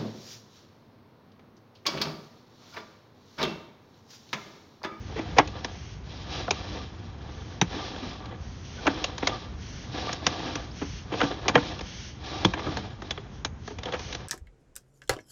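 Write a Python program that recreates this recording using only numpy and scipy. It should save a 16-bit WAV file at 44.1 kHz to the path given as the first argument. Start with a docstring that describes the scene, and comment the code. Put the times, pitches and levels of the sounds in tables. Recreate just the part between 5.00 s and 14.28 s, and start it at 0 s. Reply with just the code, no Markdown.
"""Cable pushed down a drain pipe

A stiff camera cable is shoved down a drain pipe in uneven strokes: filtered slip noise scrapes and hisses.
Clicks, knocks and scuffs are noise bursts dispersed as bending waves, so their treble arrives first.
Between pushes the hand slides back with a soft hiss of resonant noise; brief gliding tones squeak.
A low rumble of coloured noise lies under everything."""
import sys
import numpy as np
from scipy import signal
from scipy.fft import rfft, irfft, next_fast_len
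from scipy.io import wavfile

SR = 44100
rng = np.random.default_rng(int(sys.argv[2]) if len(sys.argv) > 2 else 0)


def store_pcm(level_fs):
    """Save levels as 16-bit WAV."""
    pcm = np.round(np.clip(level_fs, -1, 1) * 32767).astype(np.int16)
    wavfile.write(sys.argv[1], SR, np.atleast_2d(pcm).T)


N = 409248
CUTOFF_HZ = 6800  # top of the microphone channel; bending delays count from here


def from_db(db):
    """Amplitude gain is ten to the power of level/20."""
    return 10 ** (np.asarray(db) / 20)


def rms_one(x):
    """Normalisation: dividing by the root mean square gives unit power."""
    return x / np.sqrt(np.mean(x ** 2) + 1e-20)


def drift(rate_hz):
    """Low-pass random process: white noise through two equal poles wanders slowly, with spread 1."""
    step = 40  # samples between computed points
    r = np.exp(-2 * np.pi * rate_hz * step / SR)
    noise = rng.standard_normal(N // step + 2002)
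    slow = signal.lfilter([1], [1, -2 * r, r * r], noise)[2000:]  # drop the filter's start-up
    return np.interp(np.arange(N) / step, np.arange(len(slow)), rms_one(slow))


def coloured(x, spectrum):
    """Spectral shaping: gains interpolated over log frequency colour a steady sound; rms 1."""
    hz, db = np.transpose(spectrum)
    size = next_fast_len(N)
    bins = np.maximum(np.fft.rfftfreq(size, 1 / SR), 1)
    gain = from_db(np.interp(np.log(bins), np.log(hz), db))
    return rms_one(irfft(rfft(x, size) * gain, size)[:N])


def resonance(x, hz, width_hz):
    """Damped oscillator: a two-pole band-pass with gain 1 on top."""
    r = np.exp(-np.pi * width_hz / SR)
    zeros = np.array([1, 0, -1]) * (1 - r * r) / 2
    poles = [1, -2 * r * np.cos(2 * np.pi * hz / SR), r * r]
    return signal.lfilter(zeros, poles, x)


def body(x, share):
    """Modal resonance: each mode lifts its own narrow range and rings on briefly."""
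    # resonances of the drain pipe: f/Hz, width/Hz, lift at full share/dB
    modes = [(310, 56, 7.5), (511.5, 23, 7.5), (744, 140, 9), (820, 30, 3.5), (896, 28, 8), (1140, 5.6, 1),
             (1650, 30, 6), (1712, 110, 7), (1990, 43, 4.5), (2360, 42, 5.5), (2650, 31, 0), (3190, 69, 9),
             (3432, 130, 12), (3755, 260, 9.5), (3990, 100, 7)]
    ringing = sum((from_db(db) - 1) * resonance(x, hz, width) for hz, width, db in modes)
    return x + share * ringing


def grains(per_s, spread_db, smooth):
    """Stick-slip friction: sparse tiny slips of uneven size lie over smooth rubbing noise."""
    sizes = from_db(spread_db * np.minimum(rng.exponential(1, N), 4))
    slips = sizes * rng.choice([-1, 1], N) * (rng.random(N) < per_s / SR)
    return rms_one(slips) + smooth * rng.standard_normal(N)


def bend(x, late_s, bass_hz):
    """Dispersion: bending waves travel with the root of frequency, so a click becomes a falling chirp."""
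    hz = np.fft.rfftfreq(len(x), 1 / SR)
    # group delay is late_s * (sqrt(bass_hz / f) - sqrt(bass_hz / CUTOFF_HZ))
    cycles = late_s * (2 * np.sqrt(bass_hz * hz) - hz * np.sqrt(bass_hz / CUTOFF_HZ))
    return irfft(rfft(x) * np.exp(-2j * np.pi * cycles), len(x))


def stroke_db(start, end, rise_db_per_s, fall_db_per_s):
    """Sliding noise follows speed: the level ramps up, holds at 0 dB and ramps down."""
    t = np.arange(N) / SR
    return -rise_db_per_s * np.maximum(start - t, 0) - fall_db_per_s * np.maximum(t - end, 0)


def rumble(trim_db, rest_db, waver_db):
    """Background noise: powers add, so a swelling part rises over a constant floor."""
    # spectrum of the rumble: f/Hz, relative density/dB
    spectrum = [(20, -27.5), (35, -18.5), (50, -1), (65, 1), (100, -0.5), (150, -6.5), (210, -9.5),
                (300, -16), (420, -18.5), (520, -23.5), (1000, -25), (2000, -31.5), (4500, -44),
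                (7000, -42.5)]
    # swelling part: t/s, level before trim/dB
    swell = [(0.0, -41.5), (0.36, -35), (0.62, -46.5), (1.83, -38), (1.86, -44), (5.25, -40), (6.36, -41.5),
             (6.56, -35.5), (7.16, -48), (7.49, -35), (7.62, -46), (7.68, -31), (7.91, -44), (8.86, -44),
             (9.1, -42), (9.28, -48)]
    level_db = np.interp(np.arange(N) / SR, *np.transpose(swell)) + trim_db
    level = np.hypot(from_db(rest_db), from_db(level_db))
    return level * from_db(waver_db * drift(6.2)) * coloured(rng.standard_normal(N), spectrum)


def sliding_back():
    """Sliding speed sets the hand's level in dB; the strongest stroke at each moment leads."""
    # the hand slides back: up to speed t/s, slowing from t/s, hiss level before trim/dB
    regrips = [(0.014, 0.106, -57), (0.72, 0.937, -53.5), (2.32, 2.552, -58), (3.427, 3.617, -57),
               (3.657, 3.79, -51.5), (4.626, 4.84, -49.5), (5.618, 5.647, -53.5), (5.776, 5.99, -48.5),
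               (6.87, 7.086, -47), (8.342, 8.382, -59.5), (8.676, 8.7, -52), (9.006, 9.123, -46.5)]
    return np.max([db + stroke_db(start, end, rise_db_per_s=227, fall_db_per_s=178.5)
                   for start, end, db in regrips], axis=0)


def hand(level_db, roam, rub):
    """Friction noise with a moving resonance: the hiss has a broad hump that roams with the grip."""
    # spectrum of the sliding hand: f/Hz, relative density/dB
    spectrum = [(700, -35.5), (1400, 5.5), (1750, 5.5), (2200, 7), (2550, 5), (3200, 9), (3750, 4),
                (4500, 6.5), (5000, 4.5), (5800, 9), (6400, 6.5), (7000, -14)]
    hiss = rng.standard_normal(N)
    log_pitch = np.log(2600) + roam * drift(0.8)
    hump = np.zeros(N)
    # fixed resonances fade into one another as the pitch passes
    for hz in np.geomspace(1500, 5500, num=9):
        nearness = np.exp(-(6 * (log_pitch - np.log(hz))) ** 2)
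        hump += resonance(hiss, hz, hz / 8) * nearness
    return from_db(level_db) * coloured(hiss + rub * hump, spectrum)


def pushing():
    """Sliding speed sets the scrape and hiss levels in dB; the strongest push at each moment leads."""
    # the cable slides forward: up to speed t/s, slowing from t/s,
    # scrape level before trim/dB, friction hiss level before trim/dB
    pushes = [(0.128, 0.67, -45.5, -53), (1.108, 1.228, -50, -52), (1.318, 1.385, -38, -42.5),
              (1.528, 1.786, -44, -48), (1.93, 2.10, -53.5, -60), (2.206, 2.585, -51.5, -61),
              (2.731, 2.882, -40.5, -45), (2.986, 3.126, -43.5, -48.5), (3.21, 3.33, -46.5, -65),
              (3.849, 4.057, -40, -45.5), (4.242, 4.342, -38.5, -45), (4.958, 5.102, -37.5, -43),
              (5.26, 5.53, -37.5, -44.5), (6.172, 6.283, -36, -43), (6.44, 6.54, -40.5, -52),
              (6.60, 6.68, -39, -43.5), (7.275, 7.46, -40, -44.5), (7.598, 7.792, -39, -48),
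              (8.047, 8.146, -48, -56.5), (8.867, 8.963, -42.5, -55), (9.10, 9.206, -48.5, -55)]
    strokes = [(stroke_db(start, end, rise_db_per_s=173.5, fall_db_per_s=86.5), scrape, hiss)
               for start, end, scrape, hiss in pushes]
    scrape_db = np.max([shape + db for shape, db, _ in strokes], axis=0)
    hiss_db = np.max([shape + db for shape, _, db in strokes], axis=0)
    return scrape_db, hiss_db


def scraping(level_db, judder_db, bump_db):
    """Stick-slip excitation: small uneven slips and sparser bumps set the pipe's modes ringing."""
    # spectrum of the scrape: f/Hz, relative density/dB
    spectrum = [(90, -21), (180, -2.5), (300, 1.5), (420, 2), (560, -1.5), (850, -5.5), (1050, -4),
                (1350, -7), (2200, -12.5), (3200, -15), (7000, -44)]
    slips = grains(per_s=1200, spread_db=1.0, smooth=0.79) * from_db(judder_db * drift(25))
    bumps = bend(grains(per_s=45, spread_db=-0.5, smooth=0), late_s=0.00618, bass_hz=246.6)
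    ringing = body(slips + from_db(bump_db) * bumps, share=0.82)
    return from_db(level_db) * coloured(ringing, spectrum)


def singing(level_db, waver_db):
    """Noise-driven modes: rubbing keeps a few narrow resonances ringing, each coming and going."""
    # faintly singing modes of the rubbed cable: f/Hz, width/Hz, level before waver and drive/dB
    modes = [(303, 9.2, -13.5), (755, 32, -13), (1175, 39, -11)]
    total = np.zeros(N)
    for hz, width_hz, db in modes:
        tone = rms_one(resonance(rng.standard_normal(N), hz, width_hz))
        total += from_db(db + waver_db * drift(14)) * tone
    return from_db(level_db) * total


def friction(level_db, judder_db):
    """Granular friction: dense slips of fine grit under the sliding jacket merge into a hiss."""
    # spectrum of the friction hiss: f/Hz, relative density/dB
    spectrum = [(900, -27.5), (1700, -6.5), (2700, 1.5), (3500, -6), (4500, -2), (5600, -0.5), (6300, -9),
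                (7000, -15)]
    slips = grains(per_s=3500, spread_db=2.0, smooth=0.99) * from_db(judder_db * drift(30))
    return from_db(level_db) * coloured(body(slips, share=0.95), spectrum)


def strikes(rows, colour_db, *shared_t60):
    """Impact spectrum: each strike tilts its kind's colour; a short, high span gives less thump."""
    thump_db_per_octave, middle_span_hz = -14.5, 281
    for s, db, tilt_db, span_hz, contact_hz, *own_t60 in rows:
        # the tilt turns about the second range
        levels = db + np.array(colour_db) + tilt_db * (np.arange(len(colour_db)) - 1.0)
        levels[0] += thump_db_per_octave * np.log2(span_hz / middle_span_hz)
        t60, = own_t60 or shared_t60
        yield s, levels, t60, span_hz, contact_hz


def travelling_blows(blows, late_s, first_blow, bass_hz, tail_db, tail_t60, swell,
                     span_ring, span_q, contact_ring, contact_width_hz):
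    """Dispersive impact: a blow and its dying chatter run along the cable; the lows keep more tail."""
    # edges of the thump, knock, clack and tick ranges: f/Hz
    edges_hz = [110, 400, 1200, 3000, 7000]
    out, t = np.zeros(N + SR), np.arange(SR // 4) / SR
    ranges = list(zip(edges_hz, edges_hz[1:]))
    filters = [signal.butter(4, edges, "band", fs=SR, output="sos") for edges in ranges]
    for s, levels, t60, span_hz, contact_hz in blows:
        # longer chatter swells more slowly and begins with a weaker clean blow
        attack = 1 - np.exp(-t / (swell * t60))
        hardness = min(1, 0.066 / t60) ** 2
        # the free span of cable rings once the slow bass has arrived
        kick = bend(signal.unit_impulse(len(t)), late_s, bass_hz)
        note = span_ring * resonance(kick, span_hz, span_hz / span_q)
        at = round(s * SR)
        for sos, (low, _), db in zip(filters, ranges, levels):
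            bassy = 1 / (1 + low / 1200)
            decay = from_db(-60 * t / t60)
            tail = bassy * from_db(tail_db - 60 * t / tail_t60)
            contact = rng.standard_normal(len(t)) * attack * (decay + tail)
            contact /= np.linalg.norm(contact)
            contact[0] += first_blow * hardness * bassy
            wave = body(bend(contact, late_s, bass_hz), share=0.38)
            contact_note = contact_ring * resonance(wave, contact_hz, contact_width_hz)
            wave = signal.sosfilt(sos, wave + note + contact_note)
            # a level is the wave's energy as if spread over 10 ms
            out[at:at + len(t)] += from_db(db) * wave / np.linalg.norm(wave) * np.sqrt(SR / 100)
    return out[:N]


def scuffs():
    """Prolonged contact: slowly swelling chatter is drawn out along the cable."""
    # scuffs: t/s, level before colour/dB, tilt per range/dB, free span f/Hz, contact f/Hz, chatter t60/s
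    events = [(0.157, -29.5, -0.5, 444, 1950, 0.18), (0.19, -31, 0, 319, 2010, 0.026),
              (0.364, -24, 0, 503, 2160, 0.14), (2.739, -37, -2, 307, 1690, 0.13),
              (3.02, -38, 0.5, 254, 1700, 0.23), (3.856, -25, -8, 650, 1630, 0.087),
              (4.941, -39, -2, 302, 1680, 0.058), (5.8145, -32.5, -0.5, 285, 1950, 0.054),
              (6.118, -31, 1, 305, 3480, 0.093), (6.229, -26, 1, 284, 1510, 0.074),
              (6.542, -24, 0.5, 293, 1900, 0.11), (7.6654, -32, -2.5, 313, 1290, 0.04),
              (8.704, -39.5, -4, 423, 3000, 0.051), (8.86, -35, -3, 485, 1700, 0.099),
              (8.934, -26, 1, 503, 1680, 0.058)]
    # thump, knock, clack and tick ranges: level before tilt, against the scuff/dB
    colour_db = [6.5, -1.5, -6, -17]
    return travelling_blows(strikes(events, colour_db), late_s=0.00499, first_blow=0.53, bass_hz=247,
                            tail_db=-18, tail_t60=0.23, swell=0.099, span_ring=6.2, span_q=30,
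                            contact_ring=0.92, contact_width_hz=140)


def clicks():
    """Hard impact: a short contact excites the treble ranges strongly."""
    # clicks: t/s, level before colour/dB, tilt per range/dB, free span f/Hz, contact f/Hz
    events = [(0.3836, -8.5, -7, 716, 2120), (0.4736, -45.5, 1.5, 397, 2500),
              (0.645, -32.5, -0.5, 249, 5300), (1.507, -24, -0.2, 398, 2520),
              (2.613, -21.5, -0.2, 175, 5920), (2.9604, -42, -3.5, 201, 3350), (3.2555, -49, 0, 400, 4050),
              (4.0407, -29.5, 1, 564, 2820), (4.18, -39, 0.5, 370, 4300), (4.271, -25, 0.8, 386, 2010),
              (5.128, -40.5, 4, 754, 5600), (5.2655, -23.5, 1.6, 232, 5560), (5.554, -33, -1, 274, 5970),
              (6.4807, -23, 0, 305, 2480), (6.492, -26, -4.5, 275, 1650), (6.7901, -40.5, -1.3, 408, 2850),
              (6.808, -41, 0, 195, 5250), (7.4474, -19.5, -2, 183, 3390), (7.769, -33, -1.5, 205, 4430),
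              (8.019, -38.5, -5, 338, 1600), (8.107, -35.5, 3.5, 234, 3270), (8.4474, -32, 1.2, 280, 6240),
              (8.676, -36.5, -4.5, 410, 1690), (8.785, -41, -2, 490, 2450), (8.8325, -42, 1, 595, 2880),
              (8.855, -34, -4, 497, 3340), (8.9218, -35, -3, 523, 3360), (8.9927, -39.5, -2, 573, 5200),
              (9.1258, -42, 2.5, 300, 4060), (9.1477, -38, 1.0, 253, 2520)]
    # thump, knock, clack and tick ranges: level before tilt, against the click/dB
    colour_db = [-6.5, -0.5, 0, 0.5]
    t60_s = 0.023
    return travelling_blows(strikes(events, colour_db, t60_s), late_s=0.004435, first_blow=0.59,
                            bass_hz=248.3, tail_db=-12.5, tail_t60=0.11, swell=0.038, span_ring=2.65,
                            span_q=11, contact_ring=1.8, contact_width_hz=340)


def knocks():
    """Dull impact: little treble and a strongly ringing free span sound hollow."""
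    # knocks: t/s, level before colour/dB, tilt per range/dB, free span f/Hz, contact f/Hz
    events = [(0.394, -19.5, -2, 303, 2090), (1.4788, -26.5, -13, 707, 1300), (3.322, -40, -10, 470, 2000),
              (3.867, -26.5, 6, 300, 1540), (3.8738, -19.5, -1.2, 280, 1550), (4.226, -28, -2.7, 275, 2000),
              (5.0912, -31, -0.5, 720, 1280), (6.138, -29, -6.5, 466, 3380), (6.2034, -27, 1.5, 306, 1450),
              (6.2127, -21, 0, 485, 1500), (6.455, -34, -13, 393, 1300), (6.5535, -12.5, -0.8, 483, 1870),
              (6.576, -27, -1, 266, 1500), (7.5357, -30.5, 4, 292, 1660), (7.592, -36, -1.5, 410, 2110),
              (8.1754, -38, 1.5, 400, 3320), (8.884, -36, -2, 487, 1290)]
    # thump, knock, clack and tick ranges: level before tilt, against the knock/dB
    colour_db = [-2.5, 0, -2, -18.5]
    t60_s = 0.02
    return travelling_blows(strikes(events, colour_db, t60_s), late_s=0.00691, first_blow=0.84,
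                            bass_hz=247, tail_db=-19, tail_t60=0.15, swell=0.074, span_ring=6.1,
                            span_q=25, contact_ring=1.8, contact_width_hz=200)


def squeaks(jitter):
    """Periodic stick-slip: for a moment the slips lock into an unsteady gliding tone."""
    # squeaks of the jacket: t/s, length/s, start f before jitter/Hz, end f before jitter/Hz, peak level/dB
    events = [(3.768, 0.048, 1475, 1480, -43), (4.305, 0.051, 1235, 1150, -32),
              (5.702, 0.027, 3820, 6160, -47)]
    out, wobble = np.zeros(N), 1 + jitter * drift(150)
    for s, length_s, start_hz, end_hz, db in events:
        span = slice(round(s * SR), round((s + length_s) * SR))
        hz = np.geomspace(start_hz, end_hz, span.stop - span.start) * wobble[span]
        tone = np.sin(2 * np.pi * np.cumsum(hz) / SR)
        out[span] += from_db(db) * np.hanning(len(hz)) * tone
    return out


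def scene():
    """Superposition: rumble, sliding hand, pushed cable, impacts and squeaks add linearly."""
    background = rumble(trim_db=-1.0, rest_db=-43.5, waver_db=0.06)
    slide = hand(sliding_back() + 2.0, roam=0.37, rub=0.38)
    scrape_db, hiss_db = pushing()
    scrape = scraping(scrape_db + 1.0, judder_db=3.0, bump_db=-4)
    song = singing(scrape_db + 0.5, waver_db=2.5)
    hiss = friction(hiss_db + 3.0, judder_db=1.2)
    hits = scuffs() + clicks() + knocks()
    return (background + slide + scrape + song + hiss + hits + squeaks(jitter=0.024))[None]


def record(dry):
    """Saturation and band limiting: a microphone channel rounds tall peaks and cuts the top steeply."""
    held = dry / (1 + (dry / .8) ** 6) ** (1 / 6)
    # ninth order, 0.3 dB ripple in the pass band, 62 dB down in the stop band
    return signal.sosfilt(signal.ellip(9, .3, 62, CUTOFF_HZ, fs=SR, output="sos"), held)


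dry = scene()
out = record(dry)
store_pcm(out)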